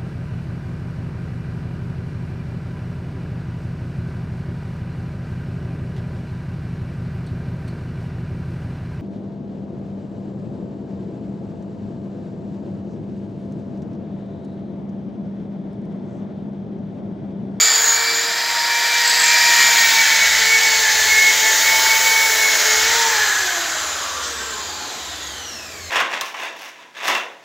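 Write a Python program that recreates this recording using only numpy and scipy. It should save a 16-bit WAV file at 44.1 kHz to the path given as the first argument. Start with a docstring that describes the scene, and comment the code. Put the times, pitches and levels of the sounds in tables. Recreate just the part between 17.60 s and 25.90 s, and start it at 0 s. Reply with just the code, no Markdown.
"""A corded drill whines and roars into floor tile, its bit squealing, in a hard-walled room.
The listener walks away; later the drill coasts down. The motor's spinning core (the armature) sets the
pitch of the whine: its wobble, gear teeth, electrical contact bars and fan each make tones. Grinding
and cooling air make the roar. When the bit binds, it squeals once per turn of the chuck that holds it.
As the drill fades, one hears a few fuzzy ringing tones, a low room rumble and a soft scuff."""
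import sys
import numpy as np
from scipy import signal
from scipy.io import wavfile
from scipy.ndimage import uniform_filter1d

SR = 44100
rng = np.random.default_rng(int(sys.argv[2]) if len(sys.argv) > 2 else 0)


def materialize(psi):
    """Save the field psi as 16-bit PCM at rate SR to the path in sys.argv[1].

    A 1-D psi becomes a single channel; in a 2-D psi each row is a channel.
    """
    bounded = np.clip(np.atleast_2d(psi).T, -1, 1)
    quanta = np.round(bounded * 32767).astype(np.int16)
    wavfile.write(sys.argv[1], SR, quanta)


N = 366030

# How fast the motor spins under power: (time [s], speed [turns/s])
POWERED_SPEED = [(0, 457.2), (.3, 460.8), (.75, 466.4), (1.35, 469.8), (1.9, 472.2), (2.1, 467.6),
                 (2.55, 445.6), (2.72, 443.2), (3.0, 446.3), (3.15, 443.8), (3.3, 436.7), (3.5, 435.2),
                 (3.75, 437.2), (4.05, 442), (4.5, 446.3), (4.65, 444.6), (5.12, 434.6), (5.2, 437.5),
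                 (5.3, 454), (5.38, 463), (5.45, 454), (5.6, 412.9)]
def motor_speed(t, friction=74.2, drag=8.36e-4):
    """Turns per second. With the power off, each second takes away friction + drag * speed squared."""
    off_s, off_speed = POWERED_SPEED[-1]
    balance = np.sqrt(friction / drag)  # at this speed, bearings and fan brake equally
    slowing = np.sqrt(friction * drag) * np.maximum(t - off_s, 0)
    coasting = balance * np.tan(np.arctan(off_speed / balance) - slowing)
    return np.where(t < off_s, follow(POWERED_SPEED, t)[0], coasting)

def motor_spin():
    """The speed, smoothed because a heavy core cannot change pace at once, and the turns made so far."""
    speed = uniform_filter1d(motor_speed(np.arange(N) / SR), size=1500, mode="nearest")
    return speed, np.cumsum(speed) / SR

# An "order" counts vibrations per motor turn. Levels rise and dip as the listener passes
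# the room's loud and quiet spots.
# Hum of the off-balance core: (time [s], order 1 level [dB], order 2 level [dB])
WOBBLE_HUM = [(0, -42, -54), (.3, -39, -30.5), (.52, -36, -43), (.7, -39, -38.5), (1.0, -52, -30),
              (1.6, -41.5, -28.5), (1.85, -51, -22.5), (2.2, -46, -32.5), (2.5, -59, -31.5),
              (2.9, -39.5, -36), (3.25, -42, -29), (3.5, -42, -32), (3.9, -37.5, -31.5), (4.15, -63, -27.5),
              (4.45, -44, -25.5), (4.9, -34, -33.5), (5.2, -35, -33), (5.4, -33.5, -23), (5.7, -47.5, -41),
              (6.0, -42, -37), (6.25, -63, -42), (6.9, -60, -48.5), (7.3, -86, -54), (8.3, -62, -62)]
# Whistles of the contact bars and fan: (time [s], bar level [dB], fan level [dB])
BAR_AND_FAN = [(0, -44, -42), (.4, -48, -40), (.9, -60, -39), (2.1, -47, -44), (2.21, -54, -27),
               (2.35, -49, -40), (3.3, -47, -38), (4.2, -51, -33), (4.65, -40, -33), (5.1, -46, -38),
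               (5.4, -44, -38), (5.75, -51, -44), (5.95, -54, -40), (6.1, -41, -57), (6.22, -32, -45),
               (6.4, -40, -55), (6.75, -45, -41), (6.9, -48, -36), (7.0, -39, -39), (7.4, -43, -53),
               (7.7, -42.5, -44), (8.3, -44, -64)]
def motor_tones(t):
    """The core wobbles, and 24 bars and 34 fan blades pass each turn. Gives {order: dB}."""
    return dict(zip((1, 2, 24, 34), follow(WOBBLE_HUM, t) + follow(BAR_AND_FAN, t)))

# Main tone of the gear teeth meeting: (time [s], order 5 level [dB])
GEAR_TEETH = [(0, -27), (.18, -39), (.5, -29), (.65, -39.5), (1.0, -38.5), (1.17, -26.5), (1.44, -28),
              (1.53, -36), (1.72, -22.5), (1.89, -25.5), (1.98, -22.5), (2.45, -24), (2.6, -19.5),
              (2.74, -26.5), (2.98, -14), (3.08, -24), (3.3, -21.5), (3.43, -39), (3.52, -14.5),
              (3.7, -15.5), (3.79, -28.5), (3.9, -19), (3.98, -36), (4.06, -20.5), (4.16, -22), (4.23, -26),
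              (4.32, -14), (4.42, -23), (4.54, -15), (4.76, -24.5), (4.87, -19), (4.97, -36), (5.2, -20.5),
              (5.35, -49), (5.5, -70)]
# More tones of the straining gears: (time [s], order 4 [dB], order 10 [dB], order 15 [dB])
GEAR_STRAIN = [(0, -37, -28, -47), (.3, -38, -38, -47), (.55, -31.5, -33, -46), (.85, -38.5, -43, -48),
               (1.35, -36, -34, -51), (1.85, -26, -37, -44), (2.05, -23.5, -33, -33),
               (2.5, -25.5, -39, -34), (3.05, -32, -33, -35), (3.3, -32.5, -36, -32), (3.55, -24, -42, -35),
               (3.9, -33, -32, -35), (4.35, -39, -37, -28.5), (4.6, -33, -36.5, -43), (5.05, -36, -42, -28),
               (5.25, -38, -34, -38), (5.45, -60, -60, -60)]
def gear_tones(t, load_db):
    """Teeth push on teeth and sing while the drill works. Gives {order: dB}."""
    levels = follow(GEAR_TEETH, t) + [db + load_db for db in follow(GEAR_STRAIN, t)]
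    return dict(zip((5, 4, 10, 15), levels))

def brush_and_side_tones(t, speed, load_db):
    """Brushes clatter over the bars, beside fainter tones; all follow the roar. Gives {order: dB}."""
    roar_db = follow(ROAR_SHAPE, t)[0]
    clatter_db = -9 * np.clip((speed - 140) / 140, 0, 1)  # stands out as the air noise dies
    tones = {k: db + clatter_db for k, db in zip((48, 60, 72, 84, 96), (-7, -8, -2, -6, -7))}
    tones |= {k: db + load_db for k, db in zip((7, 9, 12, 14, 16), (-19, -22, -21, -20, -18))}
    return {k: roar_db + db + colour_db(k * speed, t) for k, db in tones.items()}

def whine(waver=0.19, chatter=0.52, hum_swell=0.2, swell=0.93, swell_hz=9, load_off_s=5.3):
    """Tones at multiples of the motor's speed, blurred by slack in the gears and brushes."""
    speed, turns = motor_spin()
    slowing = np.clip(uniform_filter1d(-np.gradient(speed) * SR, size=8000) / 80, 0, 1)
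    step = 16  # samples between loudness updates
    at, speed = np.arange(0, N, step), speed[::step]
    t = at / SR
    load_db = -40 * (t > load_off_s)
    motor, gears = motor_tones(t), gear_tones(t, load_db)
    out = np.zeros(N)
    for order, db in (motor | gears | brush_and_side_tones(t, speed, load_db)).items():
        height = 1 + waver * slow_noise(len(t), step * 25 * np.sqrt(order))
        height += chatter * (order in gears) * slow_noise(len(t), step * 14)  # teeth press and let go
        depth = hum_swell if order in motor or order == 5 else swell
        height += depth * slow_noise(len(t), step * swell_hz)  # loud and quiet spots pass by
        height *= np.sqrt(2) * gain_of(db) * (order * speed < .45 * SR)
        tone = np.exp(2j * np.pi * (order * turns + rng.random()))
        out += (np.interp(np.arange(N), at, height) * tone).real
    return (1 - .4 * slowing) * out + room_echo(slowing * out)  # falling tones leave a trail

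# The roar's balance of low and high:
# (frequency [Hz], close by [dB], across the room [dB], coasting [dB])
ROAR_COLOUR = [(40, -64, -47, -26), (110, -36.5, -31, -14), (204, -32.5, -33.5, -13.5),
               (440, -31, -20, -8.5), (656, -20.5, -17, -7.5), (1070, -15.5, -15, -5.5),
               (2060, -8.5, -7, -6), (2700, -13, -10, -4), (4920, -3, -5.5, -2.5),
               (5640, -14.5, -1.5, -1.5), (7360, -12, -8, -5), (8860, -30.5, -30, -27.5),
               (12400, -27.5, -27.5, -25), (15700, -27.5, -25.5, -30)]
def colour_db(hz, t):
    """How strong each frequency is next to the 2600-6200 Hz band; distance and speed change this."""
    table_hz, *columns = np.transpose(ROAR_COLOUR)
    log_hz, middle = np.log(table_hz), np.log(np.geomspace(2600, 6200, 9))
    curves = [np.interp(np.log(hz + 1), log_hz, db, left=-80) - np.interp(middle, log_hz, db).mean()
              for db in columns]
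    return blend(t, *curves)

# Grinding and cooling air; the whirr is a broad hump in the noise:
# (time [s], relative level [dB], extra bass [dB], whirr [dB], extra treble [dB], whirr pitch [Hz])
ROAR_SHAPE = [(0, -23, 7, 3.5, 0, 1610), (.38, -25.5, 5, 7.5, 3.5, 1440), (.76, -26.5, 6, 4.5, 3, 1640),
              (1.29, -23.5, 1, 6.5, 4, 1700), (1.5, -21, -2.5, 7, 3.5, 1770), (1.96, -18, -2, 5, 5, 1900),
              (3.05, -20.5, -2, 6.5, 4, 1880), (3.81, -20, 1, 3.5, 6, 1780), (4.3, -20, 2, 5, 9, 1470),
              (4.74, -21, 1, 6, 8.5, 1570), (5.32, -19.5, 1.5, 5, 3, 1590), (5.66, -22, -1.5, 8.5, 2, 1480),
              (6.52, -29.5, -3, 10, 2.5, 1180), (6.8, -32, -.5, 7, 4, 1430), (7.0, -32, -2, 6, 2.5, 1200),
              (7.28, -33, 0.5, 6, 2, 1320), (7.58, -34, 3, 2, 2, 1520), (8.0, -40.5, 6, 6.5, 10, 1630),
              (8.3, -41, 6, 5, 10, 1800)]
# Pitches that the room and the drill's case favour: (pitch [Hz], base width [Hz], base boost [dB])
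RESONANCES = [(139, 22, 2), (266, 23, -0.5), (354, 210, 3.5), (660, 23, 3.5), (815, 106, 2.5),
              (1018, 120, 2), (1180, 18, -3), (1490, 26, 0), (1686, 20, -4.5), (1692, 16, 9), (1880, 31, 1),
              (1810, 25, 2), (4440, 190, -3), (6180, 120, 1)]
# Dips where sound paths around the case cancel:
# (pitch [Hz], width [Hz], depth close by [dB], depth across the room [dB], depth coasting [dB])
CANCEL_DIPS = [(2600, 560, 0.5, 1.5, 2.7), (5570, 960, -0.5, 6.1, 7.5)]
def roar(patchy_db=0.5, ripple_db=2.5, flicker_db=0.16, whirr_octaves=0.33):
    """The grinding bit and rushing air make noise, which the drill's case and the room shape."""
    frames, hz = N // 256 + 5, np.fft.rfftfreq(1024, 1 / SR)[:, None]
    t = np.arange(frames) * 256 / SR
    level_db, bass_db, whirr_db, treble_db, whirr_hz = follow(ROAR_SHAPE, t)
    real, imag, patches, ripple = rng.standard_normal((frames, 513, 4)).T
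    patches = unit_rms(uniform_filter1d(uniform_filter1d(patches, size=12, axis=0), size=12, axis=1))
    ripple = unit_rms(uniform_filter1d(ripple, size=70, axis=1))  # the room's narrow, slow peaks
    flicker = unit_rms(rng.standard_normal(frames))
    shape_db = colour_db(hz, t)
    for pitch, width, *depths in CANCEL_DIPS:
        shape_db -= blend(t, *depths, speed_drop=53) * np.exp(-2 * ((hz - pitch) / width) ** 2)
    shape_db += level_db + patchy_db * patches + ripple_db * ripple + flicker_db * flicker
    stirred = np.clip(whirr_db / 3.77, .2, 1.7)  # a stronger whirr brings out the peaks
    for pitch, width, db in RESONANCES:
        shape_db += stirred * db / (1 + (2 * (hz - pitch) / (width + 30)) ** 2)
    shape_db += whirr_db * np.exp(-.5 * (np.log2((hz + 1) / whirr_hz) / whirr_octaves) ** 2)
    shape_db += bass_db / (1 + (hz / 900) ** 4) + treble_db / (1 + (8600 / (hz + 1)) ** 12)
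    spectrum = (real + 1j * imag) * gain_of(shape_db)
    return gain_of(-17) * signal.istft(spectrum, nperseg=1024, noverlap=768)[1][:N]

# The binding bit, one list per squeal: (time [s], level [dB], pitch [Hz], share that throbs [0-1])
SQUEALS = [
    [(0.0, -13, 7040, 0.4), (0.008, -10.5, 6970, 0.3), (0.102, -16.5, 7060, 0.3), (0.33, -13.5, 6820, 0.4),
     (0.372, -23, 6950, 0.04), (0.518, -28, 7160, 0.46), (0.56, -19, 6950, 0.35), (0.702, -31, 7180, 0.3),
     (0.78, -33, 7300, 0.4)],
    [(1.4, -35, 7230, 0.6), (1.47, -25, 7600, 0.6), (1.476, -16, 7570, 0.6), (1.526, -27, 7900, 0.65),
     (1.638, -19, 7520, 0.6), (1.776, -27, 7080, 0.4), (2.004, -21, 7000, 0.4), (2.222, -21, 6750, 0.56),
     (2.226, -28, 6950, 0.4), (2.3, -29, 6930, 0.6)],
]
def bit_squeal(rows, gear_ratio=5 / 48, sharpness=11.0, width_hz=500, octave_db=-19):
    """Rubbing makes the bit ring, hardest at one spot in each turn of the chuck."""
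    at = np.arange(round(rows[0][0] * SR), round(rows[-1][0] * SR))
    level_db, hz, throb = follow(rows, at / SR)
    chuck_turns = motor_spin()[1][at] * gear_ratio + .39  # the offset sets where it binds
    bind = unit_rms(np.exp(sharpness * (np.cos(2 * np.pi * chuck_turns) - 1)))
    tone = np.sqrt(2) * np.cos(2 * np.pi * np.cumsum(hz) / SR) + .5 * band_noise(hz, width_hz)
    ring = (1 - throb) * band_noise(hz, width_hz) + throb * bind * tone
    ring += gain_of(octave_db) * (1 - throb + .6 * throb * bind) * band_noise(2 * hz, 1.3 * width_hz)
    out = np.zeros(N)
    out[at] = gain_of(level_db + 0.5) * ring
    return out

# Brief ringing as the drill coasts: (middle time [s], length [s], pitch [Hz], level [dB])
COASTING_RINGS = [(5.7, 0.51, 1697, -24.5), (6.5, .35, 1172, -35), (6.85, .4, 1560, -37),
                  (6.97, 0.12, 1060, -36), (7.2, .3, 849, -40)]
def coasting_rings(width_hz=45):
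    """Fuzzy tones swell and fade, each at its own steady pitch."""
    t = np.arange(N) / SR
    return sum(gain_of(db) * np.exp(-(2 * (t - s) / length) ** 2) * band_noise(np.full(N, hz), width_hz)
               for s, length, hz, db in COASTING_RINGS)

# The room's three deep natural notes: (pitch [Hz], width [Hz], noisy share [0-1])
ROOM_NOTES = [(67.6, 2, 0.5), (84.5, 4.3, 0.73), (195.4, 33, 0.98)]
# Their levels between swells: (time [s], low note [dB], middle note [dB], high note [dB])
RUMBLE_LEVELS = [(0, -70, -61, -65), (1.3, -69, -68, -60), (2.2, -57, -54, -49), (2.9, -62, -53, -51.5),
                 (4.4, -61, -64, -57), (5.4, -61, -58, -61), (8.3, -51, -53, -70)]
# Swells added on top: (middle time [s], length [s], low note [dB], middle note [dB])
RUMBLE_SWELLS = [(2.78, 0.39, -49, -55), (3.43, 0.39, -52, -62), (4.2, .3, -60, -57), (4.7, 0.33, -61, -61),
                 (5.25, 0.27, -54, -60), (5.73, .3, -48, -55), (6.27, .25, -57, -61), (6.72, .45, -48, -62),
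                 (7.12, 0.28, -60, -56), (7.5, .18, -42, -52), (7.75, .28, -48, -52), (8.3, .2, -47, -49)]
def room_rumble():
    """Noise stirs the room's deep notes, which swell and fade."""
    t, out = np.arange(N) / SR, np.zeros(N)
    levels = gain_of(follow(RUMBLE_LEVELS, t))
    for s, length, *db in RUMBLE_SWELLS:
        levels[:2] += gain_of(db)[:, None] * np.exp(-(2 * (t - s) / length) ** 4)
    for (hz, width_hz, noisy), level in zip(ROOM_NOTES, levels):
        height = np.sqrt(1 - noisy ** 2) + noisy * slow_noise(N, width_hz)
        out += np.sqrt(2) * level * (height * np.exp(2j * np.pi * (hz * t + rng.random()))).real
    return out

def scuff(start_s=6.615, rise_s=0.036, level_db=-29, band_hz=(3000, 7600)):
    """A scuff on the tile: a puff of bright noise that rises softly and dies away."""
    age = np.maximum(np.arange(N) / SR - start_s, 0) / rise_s
    band = signal.butter(6, band_hz, "bandpass", fs=SR, output="sos")
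    hiss = unit_rms(signal.sosfilt(band, rng.standard_normal(N)))
    return hiss * gain_of(level_db) * age * np.exp(1 - age)

def room_echo(x, fade_60db_s=0.89):
    """Hard walls bounce the sound around, smearing it into a fading tail."""
    tail = rng.standard_normal(SR // 2) * gain_of(-60 * np.arange(SR // 2) / SR / fade_60db_s)
    return signal.oaconvolve(x, tail / np.linalg.norm(tail))[:N]

def blend(t, near, far, coasting, speed_drop=260, walk_s=(0.2, 3.66)):
    """Slides from near to far as the listener walks, then to coasting as the motor slows."""
    walked = np.clip((t - walk_s[0]) / (walk_s[1] - walk_s[0]), 0, 1)
    slowed = np.clip((430 - motor_speed(t)) / speed_drop, 0, 1)
    return (1 - slowed) * ((1 - walked) * near + walked * far) + slowed * coasting

def band_noise(hz, width_hz):
    """A fuzzy tone: a narrow band of noise that follows the pitch curve hz."""
    return np.sqrt(2) * (slow_noise(len(hz), width_hz) * np.exp(2j * np.pi * np.cumsum(hz) / SR)).real

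def slow_noise(count, width_hz):
    """A smooth random wander (complex numbers, average power 1); wider means faster."""
    keep = np.exp(-np.pi * width_hz / SR)
    real, imag = rng.standard_normal((2, count))
    slow = signal.lfilter([1], np.convolve([1, -keep], [1, -keep]), real + 1j * imag)
    return slow / np.sqrt(np.mean(abs(slow) ** 2))

def follow(rows, t):
    """Joins a table's rows with straight lines and reads each column at the times t."""
    times, *columns = np.transpose(rows)
    return [np.interp(t, times, column) for column in columns]

def gain_of(db):
    """Turns decibels into a multiplier."""
    return 10 ** (np.asarray(db) / 20)

def unit_rms(x):
    """Scales a signal to an average power of 1."""
    return x / np.sqrt(np.mean(x ** 2) + 1e-20)

def scene():
    """All the sounds together, the same in both ears."""
    mono = whine() + roar() + room_rumble() + scuff() + coasting_rings()
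    mono += sum(bit_squeal(rows) for rows in SQUEALS)
    return np.array([mono, mono])

def record(dry, top_hz=15760):
    """Flattens peaks near full scale, then cuts the highest treble."""
    lowpass = signal.firwin(511, top_hz, window=("kaiser", 9), fs=SR)
    return signal.oaconvolve(np.clip(dry, -.98, .98), lowpass[None], "same")

dry = scene()
out = record(dry)
materialize(out)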